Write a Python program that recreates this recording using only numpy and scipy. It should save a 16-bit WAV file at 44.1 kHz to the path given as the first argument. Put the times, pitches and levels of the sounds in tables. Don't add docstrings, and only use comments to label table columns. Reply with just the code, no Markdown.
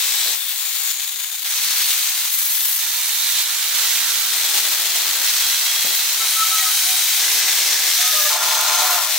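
import sys
import numpy as np
from scipy import signal
from scipy.fft import rfft, irfft, next_fast_len
from scipy.io import wavfile
from scipy.ndimage import uniform_filter1d

SR = 44100
rng = np.random.default_rng(int(sys.argv[2]) if len(sys.argv) > 2 else 0)


def to_wav(sig):
    pcm = np.clip(np.atleast_2d(sig), -1, 1) * 32767
    pcm = np.round(pcm).astype(np.int16)
    wavfile.write(sys.argv[1], SR, pcm.T)


N = 404838
T = np.arange(N) / SR
HZ = np.fft.rfftfreq(N, 1 / SR)


def amp(db):
    return 10 ** (np.asarray(db) / 20)


def unit(x):
    return x / np.sqrt(np.mean(x ** 2) + 1e-20)


def curve_at(points, hz):
    point_hz, value = np.transpose(points)
    return np.interp(np.log(hz + 1), np.log(point_hz + 1), value)


def colour(x, gain):
    size = next_fast_len(N)
    return irfft(rfft(x, size) * np.interp(np.fft.rfftfreq(size, 1 / SR), HZ, gain), size)[..., :N]


def wander(hz, on=slice(None)):
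    return unit(np.interp(T[on] * hz, np.arange(N // 8), rng.standard_normal(N // 8)))


def gate(start, end, fade_s):
    return np.clip((T - start) / fade_s + .5, 0, 1) * np.clip((end - T) / fade_s + .5, 0, 1)


# frequency_hz, correlation
MIC_LIKENESS = [(60, .7), (350, 1), (700, 0.96), (2800, 0.58), (5600, 0.2), (16000, .11)]


def spread(pair, gain):
    alike = np.clip(curve_at(MIC_LIKENESS, HZ), 0, 1)
    mid = colour(pair[0], gain)
    side = colour(pair[1], gain * np.sqrt((1 - alike) / (1 + alike)))
    return np.array([mid + side, mid - side]) / mid.std()


def noise_band(hz, width_hz):
    pole = np.exp(-np.pi * width_hz / SR)
    noise = rng.standard_normal((2, len(hz))) + 1j * rng.standard_normal((2, len(hz)))
    slow_noise = signal.lfilter([1], np.poly([pole, pole]), noise)
    left, other = (slow_noise * np.exp(2j * np.pi * np.cumsum(hz) / SR)).real
    alike = np.clip(curve_at(MIC_LIKENESS, hz), 0, 1)
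    return unit(np.array([left, alike * left + np.sqrt(1 - alike ** 2) * other]))


# start_s, first_bite_db, last_bite_db, hiss_db, block_db, left_over_right_db, chatter_db, edge_db
STRETCHES = [(0, -24.4, -25.3, -23.2, -54, 3.5, 0.5, 1.5), (.355, -30.4, -27.3, -25.3, -66.5, 5.5, 1.6, -3),
             (.92, -29.7, -32.7, -28.2, -71, 4.5, 2.9, -4.5), (1.45, -26.5, -22, -23.5, -59.5, 2, 1.5, 0),
             (1.85, -23, -26.8, -22.8, -68, 1.8, 1.2, -1), (2.3, -28.3, -27.3, -23, -73, 2.5, 2.3, -1),
             (2.8, -26.6, -23.6, -22.8, -61, -1.9, 0.5, -.5),
             (3.43, -25.6, -23.7, -24.4, -61, -1.9, 1, -0.5), (3.75, -22, -24.5, -22.5, -55, -2, 0, .3),
             (4.33, -23, -23.5, -23.3, -48.5, 1.4, 2, 0.5),
             (5.25, -21.7, -23.6, -23.1, -54.5, .6, 0.9, 1.2),
             (6.17, -23.4, -22.1, -22.4, -57.5, 1.3, 0.2, .7),
             (7.199, -21.6, -22.3, -24.8, -47, 1.4, 1.2, 3.3),
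             (8.3, -22.7, -22.2, -24.5, -48, 1.6, 1.7, 1.5), (8.969, -24.4, -24.4, -23.6, -57, 3, 2, 1.5)]
HISS, BLOCK, PAN, CHATTER, EDGE = range(3, 8)


def stretch_number():
    return np.maximum(np.searchsorted([row[0] for row in STRETCHES], T, side="right") - 1, 0)


def eased(steps, change_s=.012):
    return uniform_filter1d(steps, round(change_s * SR))


def held(column):
    return eased(np.array(STRETCHES)[stretch_number(), column])


# middle_s, length_s, bite_db, hiss_db, block_db
SNAGS = [(3.385, .09, 2, -1, 0), (4.568, .06, 3, 2.5, 4), (6.24, 0.14, 0, -2.5, 11), (7.44, .07, 0, -5, 0),
         (8.01, .26, .3, 0.5, -15), (8.394, .09, -1.8, -1.8, -0.5)]


def feed(hiss_follows=.57, block_follows=.78):
    start, first_db, last_db = np.array(STRETCHES)[:, :3].T
    length, stretch = np.diff(start, append=N / SR), stretch_number()
    progress = (T - start[stretch]) / length[stretch]
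    push_db = eased((last_db - first_db)[stretch] * (progress - .5))
    levels = np.array([eased((first_db + last_db)[stretch] / 2) + push_db,
                       held(HISS) + hiss_follows * push_db,
                       held(BLOCK) + block_follows * push_db])
    for middle, span, *change_db in SNAGS:
        on = abs(T - middle) < span / 2
        levels[:, on] += np.outer(change_db, np.cos(np.pi * (T[on] - middle) / span))
    return levels


def strikes(cycles, scatter_db=1.5, tear=1.6):
    force = amp(scatter_db * np.clip(rng.standard_normal(N // 8), -2, 1))[cycles.astype(int)]
    fibres = (tear + np.exp(-2 * (cycles % 1))) * rng.standard_normal((2, N))
    return unit(force * fibres)


# frequency_hz, density_db
RASP_SPECTRUM = [(90, -46.5), (260, -41.5), (480, -32), (760, -12.5), (1300, -8.5), (2100, -2), (2800, -2),
                 (3700, 1.6), (4200, 2), (4900, -2.5), (6200, -1), (8400, -5), (10000, -11), (16000, -18)]


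def rasp(teeth, shake, edge_hz=5700, edge_octaves=.16):
    tearing = spread(strikes(teeth) * shake, amp(curve_at(RASP_SPECTRUM, HZ)))
    edge_band = np.exp(-.5 * (np.log2((HZ + 1) / edge_hz) / edge_octaves) ** 2)
    return tearing + (amp(held(EDGE)) - 1) * colour(tearing, edge_band)


# frequency_hz, density_db
CHIP_SPECTRUM = [(1500, -46), (5000, -4.5), (7400, -3), (8600, 1), (9800, -1.5), (11000, 2), (12500, 1.3),
                 (14700, 5)]


def chip_hiss(teeth, shake):
    return spread(strikes(teeth) * shake, amp(curve_at(CHIP_SPECTRUM, HZ)))


# frequency_hz, density_db
BLOCK_SPECTRUM = [(90, -26), (125, -16), (220, -17), (300, 1), (400, 5.2), (520, 3.5), (800, 8), (1400, -2),
                  (3000, -30)]


def block_knock(teeth, shake):
    return spread(strikes(teeth) * shake, amp(curve_at(BLOCK_SPECTRUM, HZ)))


# start_s, end_s, first_hz, last_hz, width_hz, level_db
SAW_BANDS = [(0, .34, 3850, 3850, 1000, -29), (0, .34, 7600, 7900, 1100, -31),
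             (.36, 1.421, 3540, 3540, 280, -37.5), (.55, 1.419, 7100, 6650, 850, -32),
             (1.5, 4.3, 6350, 6100, 500, -35), (2.8, 3.55, 3660, 3850, 220, -34.5),
             (3.4, 5.8, 1500, 1500, 800, -39.5), (4.3, 4.75, 8400, 8350, 300, -33),
             (6.2, 7.2, 10500, 10500, 2200, -31), (7.2, 8.3, 11150, 11150, 750, -31.5),
             (7.2, 8.32, 14150, 14300, 1100, -28), (6.2, 7.3, 6250, 6200, 280, -34),
             (6.2, 8.32, 8520, 8340, 330, -32.5), (6.4, 7.22, 765, 720, 35, -45.5),
             (7.2, 8.3, 1660, 1730, 200, -37.5), (7.22, 8.08, 2020, 2110, 100, -37),
             (7.96, 8.3, 3560, 3740, 160, -31), (7.95, 8.95, 6250, 6400, 280, -30)]


def saw_bands(fade_s=.06, swell_db=3, swell_hz=9):
    out = np.zeros((2, N))
    for start, end, first_hz, last_hz, width_hz, db in SAW_BANDS:
        envelope = gate(start, end, fade_s)
        on = envelope > 0
        swell = unit(amp(2 * swell_db * np.tanh(wander(swell_hz, on) / 2)))
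        hz = np.interp(T[on], [start, end], [first_hz, last_hz])
        out[:, on] += amp(db) * envelope[on] * swell * noise_band(hz, width_hz)
    return out


def rails(modes_hz=(3470, 3610, 3770, 4090), width_hz=35, swell_db=5, swell_hz=4):
    return unit(sum(noise_band(np.full(N, hz), width_hz)
                    * amp(2 * swell_db * np.tanh(wander(swell_hz) / 2)) for hz in modes_hz))


def bench_reflections(x, echo_gain=.096, count=10, delay_s=(.001, .022)):
    out, stretch = x.copy(), stretch_number()
    for k in range(len(STRETCHES)):
        share = eased((stretch == k).astype(float))
        on = np.flatnonzero(share > 1e-6)
        delays = rng.uniform(*delay_s, count)
        echoes = sum(rng.choice([-1, 1]) * x[:, on - int(delay * SR)] for delay in delays)
        out[:, on] += echo_gain * share[on] * echoes
    return out / np.sqrt(1 + count * echo_gain ** 2)


def sawing(tooth_hz=620, sag_per_db=.006, rasp_db=1.1, hiss_db=2.1, wood_db=5, rail_db=-14):
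    bite_db, chips_db, block_db = feed()
    speed = 1 - sag_per_db * (bite_db - bite_db.mean()) + .01 * wander(5)
    teeth = tooth_hz * np.cumsum(speed) / SR
    chatter = .53 * wander(330) + .44 * wander(75)
    shake = amp(held(CHATTER) * 2 * np.tanh(chatter / 2))
    shake /= np.sqrt(uniform_filter1d(shake ** 2, 8000))
    tearing = rasp(teeth, shake) * amp(bite_db + rasp_db)
    chips = chip_hiss(teeth, shake) * amp(chips_db + hiss_db)
    block = block_knock(teeth, shake) * amp(block_db + wood_db)
    bands = saw_bands() + rails() * amp(bite_db + rail_db)
    saw = tearing + chips + (bands + chip_sprays()) * shake + motor()
    return bench_reflections(saw), bench_reflections(block)


# start_s, level_db, t60_s, low_cut_hz
WOOD_DROPS = [(.255, -37, .35, 400), (5.846, -33.5, .25, 100), (5.905, -44, .25, 60)]
# frequency_hz, density_db
DROP_SPECTRUM = [(40, -30), (130, -1.5), (620, 4.5), (1000, -2), (3000, -40)]


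def wood_drops():
    out = np.zeros((2, N))
    for start, db, t60, low_cut_hz in WOOD_DROPS:
        low_cut = HZ ** 2 / (HZ ** 2 + low_cut_hz ** 2)
        body = spread(rng.standard_normal((2, N)), amp(curve_at(DROP_SPECTRUM, HZ)) * low_cut)
        out += body * amp(db - 60 * np.maximum(T - start, 0) / t60) * (T >= start)
    return out


# time_s, pitch_hz, level_db
MOTOR_WHINES = [
    [(1.45, 6200, -43), (1.62, 5850, -38), (2.22, 7500, -41), (2.55, 7050, -42)],
    [(7.4, 5560, -35), (7.9, 5450, -38), (8.12, 6050, -35)],
]


def motor(width_hz=120, fade_s=.06):
    out = np.zeros((2, N))
    for curve in MOTOR_WHINES:
        times, hz, db = np.transpose(curve)
        swell = gate(times[0], times[-1], fade_s)
        on = swell > 0
        whine = noise_band(np.interp(T[on], times, hz), width_hz)
        out[:, on] += amp(np.interp(T[on], times, db)) * swell[on] * whine
    return out


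# start_s, end_s, first_hz, last_hz, level_db
BAR_SQUEALS = [(1.65, 1.868, 4530, 4500, -34), (3.12, 3.46, 4010, 4105, -34.5),
               (5.4, 5.95, 3300, 3305, -33), (5.6, 6.6, 4075, 4105, -36.5), (6.35, 6.48, 6560, 6290, -34),
               (6.575, 6.645, 1935, 1900, -34), (7.985, 8.112, 710, 750, -39),
               (8.128, 8.3, 615, 592, -37.5), (8.195, 8.29, 1670, 1705, -32.5),
               (8.302, 9.25, 631, 620, -41), (8.79, 8.99, 762, 690, -32.5)]


def squeals(waver_hz=9, flutter_db=2.7, overtone_db=-17):
    out = np.zeros(N)
    for start, end, first_hz, last_hz, db in BAR_SQUEALS:
        swell = gate(start, end, fade_s=.035)
        on = swell > 0
        hz = np.interp(T[on], [start, end], [first_hz, last_hz]) + waver_hz * wander(150, on)
        phase = 2 * np.pi * np.cumsum(hz) / SR
        note = np.sin(phase) + amp(overtone_db) * np.sin(2 * phase)
        out[on] += amp(db) * swell[on] * unit(note * amp(flutter_db * wander(40, on)))
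    return out


BUMP_TIMES = [1.665, 2.3, 6.17, 8.78]


def bumps(push_db=-41, t60_s=.005, cutoff_hz=700):
    pushes = sum(amp(push_db - 60 * np.clip(T - start, 0, 1) / t60_s) * (T >= start)
                 for start in BUMP_TIMES)
    return colour(pushes, 1 / (1 + (HZ / cutoff_hz) ** 2))


# start_s, end_s, level_db
CHIP_SPRAYS = [(1.76, 2, -28), (2.31, 2.78, -21.5), (5.93, 6.01, -23), (8.18, 8.29, -24), (8.82, 8.98, -24)]


def chip_sprays(fade_s=.04, low_cut_hz=10300):
    flow = sum(amp(db) * gate(start, end, fade_s) for start, end, db in CHIP_SPRAYS)
    return flow * spread(rng.standard_normal((2, N)), 1 / (1 + (low_cut_hz / (HZ + 1)) ** 20))


# start_s, end_s, level_db
BAR_CHIRPS = [(6.192, 6.238, -28.5), (6.35, 6.44, -24), (6.446, 6.47, -28), (6.5, 6.574, -24),
              (6.572, 6.628, -30), (6.64, 6.694, -29), (7.95, 8.29, -39), (8.022, 8.11, -35),
              (8.16, 8.198, -27), (8.242, 8.278, -30)]
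# time_s, pitch_hz
CHIRP_NOTE = [(6.2, 1335), (6.7, 1280), (8.1, 1255), (8.19, 1212)]


def chirps(ring_s=.009, waver_hz=11, flutter_db=2):
    grip = np.zeros(N)
    for start, end, db in BAR_CHIRPS:
        progress = np.clip((T - start) / (end - start), 0, 1)
        grip += amp(db) * np.sqrt(abs(np.sin(np.pi * progress)))
    hz = np.interp(T, *np.transpose(CHIRP_NOTE)) + waver_hz * wander(150)
    note = np.sin(2 * np.pi * np.cumsum(hz) / SR) * amp(flutter_db * wander(70))
    pole = np.exp(-1 / (ring_s * SR))
    return signal.lfilter([1 - pole], [1, -pole], grip) * unit(note)


# pitch_hz, width_hz, level_db
BAR_MODES = [(734, 56, -2.5), (889, 72, 1), (1039, 69, 2.5), (1130, 87, 0), (1246, 130, 1), (1388, 70, 2.3),
             (1780, 310, -2.5)]


def growl(start_s=8.3, lift_s=8.98, start_db=-27.3, press_db_per_s=3.5, lift_db_per_s=75,
          rattle_hz=165, low_cut_hz=330):
    modes = sum(amp(db) / np.sqrt(width) / (1 + 2j * (HZ - hz) / width) ** 2
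                for hz, width, db in BAR_MODES)
    radiated = modes * HZ ** 2 / (HZ ** 2 + low_cut_hz ** 2)
    cycles = np.cumsum(rattle_hz * (1 + .04 * wander(40))) / SR
    rattle = spread(strikes(cycles, tear=.11), radiated)
    pressure_db = start_db + press_db_per_s * (T - start_s) - lift_db_per_s * np.maximum(T - lift_s, 0)
    return rattle * amp(pressure_db) * gate(start_s, np.inf, fade_s=.0087)


def at_microphones(saw, lag_s_per_db=7e-6, narrow_from_s=6.17, narrow_db=-1.5):
    pan_db, mid = held(PAN), saw.mean(0)
    width = amp(narrow_db * (T > narrow_from_s))
    left, right = (mid + width * (saw - mid)) / np.sqrt((1 + width ** 2) / 2)
    lag = np.round(lag_s_per_db * pan_db * SR).astype(int)
    right = right[np.clip(np.arange(N) - lag, 0, N - 1)]
    sides = amp(np.outer([.5, -.5], pan_db))
    return np.array([left, right]) * sides / sides.mean(0)


def scene():
    saw, block = sawing()
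    return at_microphones(saw + squeals() + chirps()) + block + growl() + wood_drops() + bumps()


def record(dry):
    low_pass = signal.firwin(1023, 15810, window=("kaiser", 9), fs=SR)
    return signal.oaconvolve(dry, low_pass[None], "same")


dry = scene()
out = record(dry)
to_wav(out)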